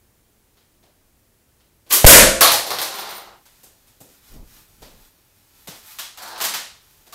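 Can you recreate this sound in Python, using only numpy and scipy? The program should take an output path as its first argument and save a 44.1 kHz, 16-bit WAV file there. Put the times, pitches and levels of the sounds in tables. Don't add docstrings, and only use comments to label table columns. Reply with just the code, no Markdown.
import sys
import numpy as np
from scipy import signal
from scipy.fft import rfft, irfft, dct, next_fast_len
from scipy.io import wavfile

SR = 44100
rng = np.random.default_rng(int(sys.argv[2]) if len(sys.argv) > 2 else 0)


def waveform_to_disk(signal):
    frames = np.transpose(np.atleast_2d(signal))
    scaled = np.clip(frames, -1, 1) * 32767
    samples = np.round(scaled).astype(np.int16)
    wavfile.write(sys.argv[1], SR, samples)


N = 314962
TAIL = SR * 3 // 5

GEAR_KNOCKS = [(0.57, -56.5, -1, -7), (0.828, -56.5, 17.5, -7), (1.6, -59, -1.5, -11),
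               (3.455, -50.5, 1, 1.5), (3.632, -49.5, 12.5, 7.5), (3.872, -56.5, 5, 4),
               (4.003, -51.5, 22, 9.5), (4.82, -42, 13.5, -3.5), (5.673, -34, 6.5, 0),
               (5.9866, -27, -8.5, -.5), (6.174, -36.5, -5, -1), (6.222, -37, -4, 1.5),
               (6.272, -42.5, -2, 5), (6.355, -36, -14, -18), (6.378, -41, -1.5, 5),
               (6.403, -22.5, -3, -5.5), (6.412, -25, 3.5, 4.5), (6.44, -19, -6, 0.5),
               (6.538, -21.5, -6.5, -2.5), (7.0667, -49.5, 10, -.5), (7.125, -39, 0, 1)]
BAND_WHIPS = [(1.862, -45.5, 15, -11.0), (1.9065, -10.5, -3, -6.5), (1.9225, -9.5, -9, 3),
              (1.933, -12.0, 4, 2.5)]
DOOR_BLOWS = [(2.044, 0, 3, -1.5), (2.063, 8.5, -2.5, 6.5), (2.12, 5.5, -2.5, 2.5)]
DART_BOUNCES = [(2.4084, -7.5, 4.5, 6.5), (2.427, -5.5, -11, -13), (2.517, -13, 0.5, 3),
                (2.665, -27, 10, -0.5), (2.704, -21, 6, -2.5), (2.786, -20, -2, -2.5), (2.815, -23, 0, 3.5),
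                (2.94, -33.5, -5, -3), (2.985, -29.5, -0.5, -2.5), (3.09, -33.5, -6, -3),
                (3.15, -40.5, 5, -5)]

# (time [s], level [dB])
FLOOR_THUMPS = [(2.409, -11.5), (2.436, -22), (2.705, -25.5), (6.404, -33.5), (7.125, -41.5)]
# (time [s], level [dB])
MOVING_THUDS = [(4.006, -52), (4.82, -56), (5.674, -44.5), (6.53, -51)]
# (middle [s], length [s], level [dB])
ARM_STROKES = [(3.59, 0.12, -56.5), (4.14, 0.097, -55.5), (4.31, .12, -51.5), (4.565, 0.13, -49.5),
               (4.85, .3, -56.5), (5.04, 0.088, -55), (5.63, 0.18, -55.5), (5.78, 0.07, -47.5),
               (5.92, 0.13, -43), (6.95, .22, -57)]
# (middle [s], length [s], level [dB])
AIR_PUFFS = [(4.385, 0.097, -38.5), (4.56, 0.11, -52.5), (4.72, 0.045, -54), (4.83, 0.06, -50),
             (4.95, 0.14, -51)]

# (frequency [Hz], level before the shared ring level [dB])
DOOR_NOTES = [(209.9, -31.5), (274.5, -31), (344.5, -32), (506.0, -28), (537.5, -21.5), (625, -26.5),
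              (672.9, -25), (1129, -33), (1400, -32), (1499, -30.5), (1738, -30.5)]
SHAFT_RESONANCES = [(9420, 113, -4), (12300, 400, -13.5), (14000, 180, 1.5)]
BOARD_RESONANCES = [(700, 55, -4.5), (1140, 190, 0.5), (1640, 42, -7.5)]
SNAP_RESONANCES = [(3400, 200, 3), (3900, 200, -4), (6400, 500, -15)]

HUSH_COLOUR = [(12, -33.5), (20, 1.5), (80, 1.5), (119, -2), (157, -5), (180, -6.5), (342, -7.5),
               (440, -10), (550, -12), (1230, -18), (1870, -18.5), (3650, -21.5), (15500, -19.5)]
GEAR_COLOUR = [(68, -47), (115, -22), (190, -10.5), (450, -8), (620, -3.5), (850, -2), (1500, -3),
               (2300, -4), (3700, -1.5), (6700, -4), (10300, -7.5), (14000, -3), (15500, -12)]
RUBBER_COLOUR = [(35, -49), (60, -20), (201, -24.5), (248, -16), (497, -11), (792, -13), (1170, -5.5),
                 (1290, -10.5), (2410, -11.5), (2590, -9.5), (9970, -7), (12000, -3), (15500, -7.5)]
DOOR_COLOUR = [(15, -33), (25, -4), (93, -16.5), (340, -11), (389, -16), (537, -1.5), (684, -10.5),
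               (848, -18.5), (945, -11), (1140, -19), (1450, -10), (3720, -17), (10100, -17.5),
               (13900, -14.5), (15500, -34)]
FLOOR_COLOUR = [(47, -50.5), (80, -18), (225, -24.5), (335, -11.5), (418, -14), (487, -5.5), (581, -4),
                (693, -2), (827, -2.5), (1150, -8), (2900, -9.5), (4130, -3), (7830, -13.5), (13600, -8),
                (15500, -17)]
ROLLING_COLOUR = [(88, -60), (150, -25.5), (205, -9), (244, -24), (346, -7.5), (500, -10), (812, -1),
                  (966, -4.5), (1110, -2.5), (2180, -11.5), (4140, -7.5), (10700, -18.5), (13800, -13),
                  (15500, -31)]
CLOTH_COLOUR = [(470, -29), (800, -0.5), (1840, -2.5), (2180, -3.5), (4430, -3.5), (9560, -5), (13400, 1),
                (15500, -5)]
BUFFET_COLOUR = [(12, -31.5), (20, 1), (35, -1), (70, -14), (280, -19.5), (450, -25.5), (1200, -38),
                 (2200, -73)]
SCRAPING_COLOUR = [(100, -60), (200, -18), (380, -10), (600, -1.5), (820, 2), (1450, -1.5), (2300, -14.5),
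                   (3200, -14), (4300, -5.5), (7000, -22), (13000, -26), (15500, -24)]

# (frequency [Hz], time to fall 60 dB [s])
ROOM_DECAY = [(60, 0.55), (250, .52), (1000, 0.45), (4000, 0.49), (9000, 0.44), (15000, 0.26)]

HUSH_DB = -60
RING_DB, RING_FOLLOWS, RING_T60 = -29, .2, .3
ROLL_FROM, ROLL_STOP, ROLL_RISE_S = 2.64, 3.437, 0.4
FIDGET_FROM, FIDGET_RISE_S, FIDGET_DB = 3.05, 0.25, -62.5
SNAP_AT, SNAP_DB = 5.9866, -39
SLIDE_FROM, SLIDE_STOP, SLIDE_RISE_S = 6.16, 6.42, 0.074
SLIDE_DB, SLIDE_GROWS_DB_PER_S = -40.5, 15
RELEASE_T60 = 0.38
TOP_HZ = 15750


def amp(db):
    return 10 ** (np.asarray(db) / 20)


def unit(x):
    return x / np.sqrt(np.mean(x ** 2) + 1e-20)


def along(points, hz):
    f, v = np.transpose(points)
    return np.interp(np.log(hz + 1), np.log(f + 1), v)


def add(track, s, sound):
    start = round(s * SR)
    track[start:start + len(sound)] += sound[:N - start]


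def coloured(x, spectrum, bass_db=0, treble_db=0):
    size = 8192
    hz = np.fft.rfftfreq(size, 1 / SR)
    shelf_points = [(50, 0), (140, bass_db), (450, bass_db), (1200, 0), (4500, 0), (8000, treble_db)]
    gain = unit(amp(along(spectrum, hz))) * amp(along(shelf_points, hz))
    cepstrum = irfft(np.log(np.maximum(gain, 1e-6)))
    cepstrum[1:size // 2] *= 2
    cepstrum[size // 2 + 1:] = 0
    impulse = irfft(np.exp(rfft(cepstrum)))
    return signal.fftconvolve(x, impulse)[:len(x)]


def resonate(x, modes):
    size = next_fast_len(len(x))
    hz = np.fft.rfftfreq(size, 1 / SR)
    body = 0
    for centre, width, db in modes:
        body = body + amp(db) * 1j * hz * width / (centre * centre - hz * hz + 1j * hz * width)
    body = body / np.sqrt(np.mean(np.abs(body) ** 2))
    return irfft(rfft(x, size) * body, size)[:len(x)]


def room_tail(walls=0, walls_s=0.012, early=.55, build_s=0.024):
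    size = 128
    t = np.arange(TAIL) / SR
    frame_times = np.arange(0, TAIL, size)[:, None] / SR
    hz = np.arange(size) * SR / (2 * size)
    fade = amp(-60 * frame_times / along(ROOM_DECAY, hz))
    bands_noise = rng.standard_normal(fade.shape) * fade
    tail = dct(bands_noise, type=3, norm="ortho").ravel()[:TAIL]
    thickening = 1 - (1 - early) * np.exp(-t / build_s)
    crest = walls * np.exp(-(2 * (t / walls_s - 1)) ** 2)
    return tail * (thickening + crest)


def contacts(rows, spectrum, direct, crack_s, soft_s, walls):
    track, t = np.zeros(N), np.arange(TAIL) / SR
    for s, db, bass_db, treble_db in rows:
        crack = direct * np.exp(-t / crack_s) * rng.standard_normal(TAIL)
        onset = 1 - np.exp(-t / (soft_s * amp(bass_db / 2)))
        hit = onset * (crack + room_tail(walls))
        add(track, s, amp(db) * coloured(hit, spectrum, bass_db, treble_db))
    return track


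def friction(rate, spread_db, wet):
    happens = rng.random(N) < rate / SR
    slips = happens * rng.standard_normal(N) * amp(spread_db * rng.standard_normal(N))
    echoes = signal.fftconvolve(slips, room_tail())[:N]
    return unit(unit(slips) + wet * unit(echoes))


def gate(start, stop, rise_s):
    t = np.arange(N) / SR
    return np.clip((t - start) / rise_s, 0, 1) * amp(-60 * np.maximum(t - stop, 0) / RELEASE_T60)


def swells(rows):
    t = np.arange(N) / SR
    return np.sqrt(sum(amp(db) ** 2 * np.exp(-(2 * (t - s) / length) ** 2) for s, length, db in rows))


def background_hush():
    return amp(HUSH_DB) * coloured(rng.standard_normal(N), HUSH_COLOUR)


def gear_knocks():
    return contacts(GEAR_KNOCKS, GEAR_COLOUR, direct=1.54, crack_s=0.0017, soft_s=0.0004, walls=0.38)


def bands(swish_db=-25, swish_s=0.0041):
    slaps = contacts(BAND_WHIPS, RUBBER_COLOUR, direct=0.26, crack_s=0.0023, soft_s=0.0011, walls=0.18)
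    from_slap = np.abs(np.arange(N) / SR - BAND_WHIPS[1][0])
    swish = np.exp(-from_slap / swish_s) * coloured(rng.standard_normal(N), RUBBER_COLOUR)
    return slaps + amp(swish_db) * swish


def door(ring_db=13, ring_t60=0.88, knock_db=10, knock_hz=620, knock_s=0.0051,
         push_db=25, push_s=.0046, push_at=2.0462):
    t = np.arange(SR) / SR
    track = contacts(DOOR_BLOWS[:1], DOOR_COLOUR, direct=0.8, crack_s=.002, soft_s=0.00042, walls=0.058)
    track += contacts(DOOR_BLOWS[1:], DOOR_COLOUR, direct=0.3, crack_s=.002, soft_s=0.0053, walls=0.2)
    knock = -amp(knock_db) * np.exp(-t / knock_s) * np.sin(2 * np.pi * knock_hz * t)
    add(track, DOOR_BLOWS[0][0], knock)
    fade = amp(-60 * t / ring_t60)
    for hz, db in DOOR_NOTES:
        note = np.sin(2 * np.pi * (hz * t + rng.random()))
        add(track, DOOR_BLOWS[1][0], amp(db + ring_db) * fade * note)
    u = t / push_s
    add(track, push_at, amp(push_db) * (1 - u) * np.exp(-u))
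    return track


def dart_bounces():
    return contacts(DART_BOUNCES, FLOOR_COLOUR, direct=1.4, crack_s=0.0034, soft_s=.0005, walls=0.079)


def shaft_ring(rise_s=.008):
    power, t = np.zeros(N), np.arange(TAIL) / SR
    for s, db, _, _ in DART_BOUNCES:
        level = amp(RING_DB + RING_FOLLOWS * db - 60 * t / RING_T60)
        add(power, s, (level * (1 - np.exp(-t / rise_s))) ** 2)
    ringing = resonate(friction(rate=600, spread_db=1.0, wet=1.2), SHAFT_RESONANCES)
    return np.sqrt(power) * unit(ringing)


def floorboard():
    track = np.zeros(N)
    for s, db in FLOOR_THUMPS:
        add(track, s, amp(db) * resonate(room_tail(early=.9), BOARD_RESONANCES))
    return track


def dart_roll(roll_db=-28, dulling=0.88, dull_hz=1800):
    speed = np.clip((ROLL_STOP - np.arange(N) / SR) / (ROLL_STOP - ROLL_FROM), 0, 1)
    rolling = coloured(friction(rate=580, spread_db=2.0, wet=2.1), ROLLING_COLOUR)
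    body = signal.sosfilt(signal.butter(2, dull_hz, fs=SR, output="sos"), rolling)
    treble = signal.sosfilt(signal.butter(2, dull_hz, "highpass", fs=SR, output="sos"), rolling)
    mix = body - speed ** dulling * treble
    return amp(roll_db) * gate(ROLL_FROM, ROLL_STOP, ROLL_RISE_S) * speed * mix


def clothes():
    fidget = amp(FIDGET_DB) * gate(FIDGET_FROM, N / SR, FIDGET_RISE_S)
    motion = np.hypot(swells(ARM_STROKES), fidget)
    return motion * coloured(friction(rate=1100, spread_db=0, wet=2.1), CLOTH_COLOUR)


def moving_thuds(thud_hz=150, thud_width_hz=70, thud_s=0.064):
    track, t = np.zeros(N), np.arange(TAIL) / SR
    for s, db in MOVING_THUDS:
        damped = room_tail(walls=1.7) * np.exp(-t / thud_s)
        add(track, s, amp(db) * resonate(damped, [(thud_hz, thud_width_hz, 0)]))
    return track


def draught():
    return swells(AIR_PUFFS) * coloured(rng.standard_normal(N), BUFFET_COLOUR)


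def snap():
    track = np.zeros(N)
    add(track, SNAP_AT, amp(SNAP_DB) * resonate(room_tail(walls=.6), SNAP_RESONANCES))
    return track


def scrape():
    slid_s = np.clip(np.arange(N) / SR, SLIDE_FROM, SLIDE_STOP) - SLIDE_FROM
    growth = amp(SLIDE_DB + SLIDE_GROWS_DB_PER_S * slid_s)
    slide = growth * gate(SLIDE_FROM, SLIDE_STOP, SLIDE_RISE_S)
    return slide * coloured(friction(rate=1200, spread_db=1, wet=1.4), SCRAPING_COLOUR)


def scene():
    slingshot = bands() + door()
    dart = dart_bounces() + shaft_ring() + dart_roll()
    shooter = gear_knocks() + clothes() + moving_thuds() + draught() + snap() + scrape()
    mono = background_hush() + slingshot + dart + floorboard() + shooter
    return np.array([mono, mono])


def record(dry, ceiling=0.88, hardness=6):
    clipped = dry / (1 + np.abs(dry / ceiling) ** hardness) ** (1 / hardness)
    lowpass = signal.firwin(401, TOP_HZ, fs=SR, window=("kaiser", 8))
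    return signal.fftconvolve(clipped, lowpass[None], mode="same", axes=1)


dry = scene()
out = record(dry)
waveform_to_disk(out)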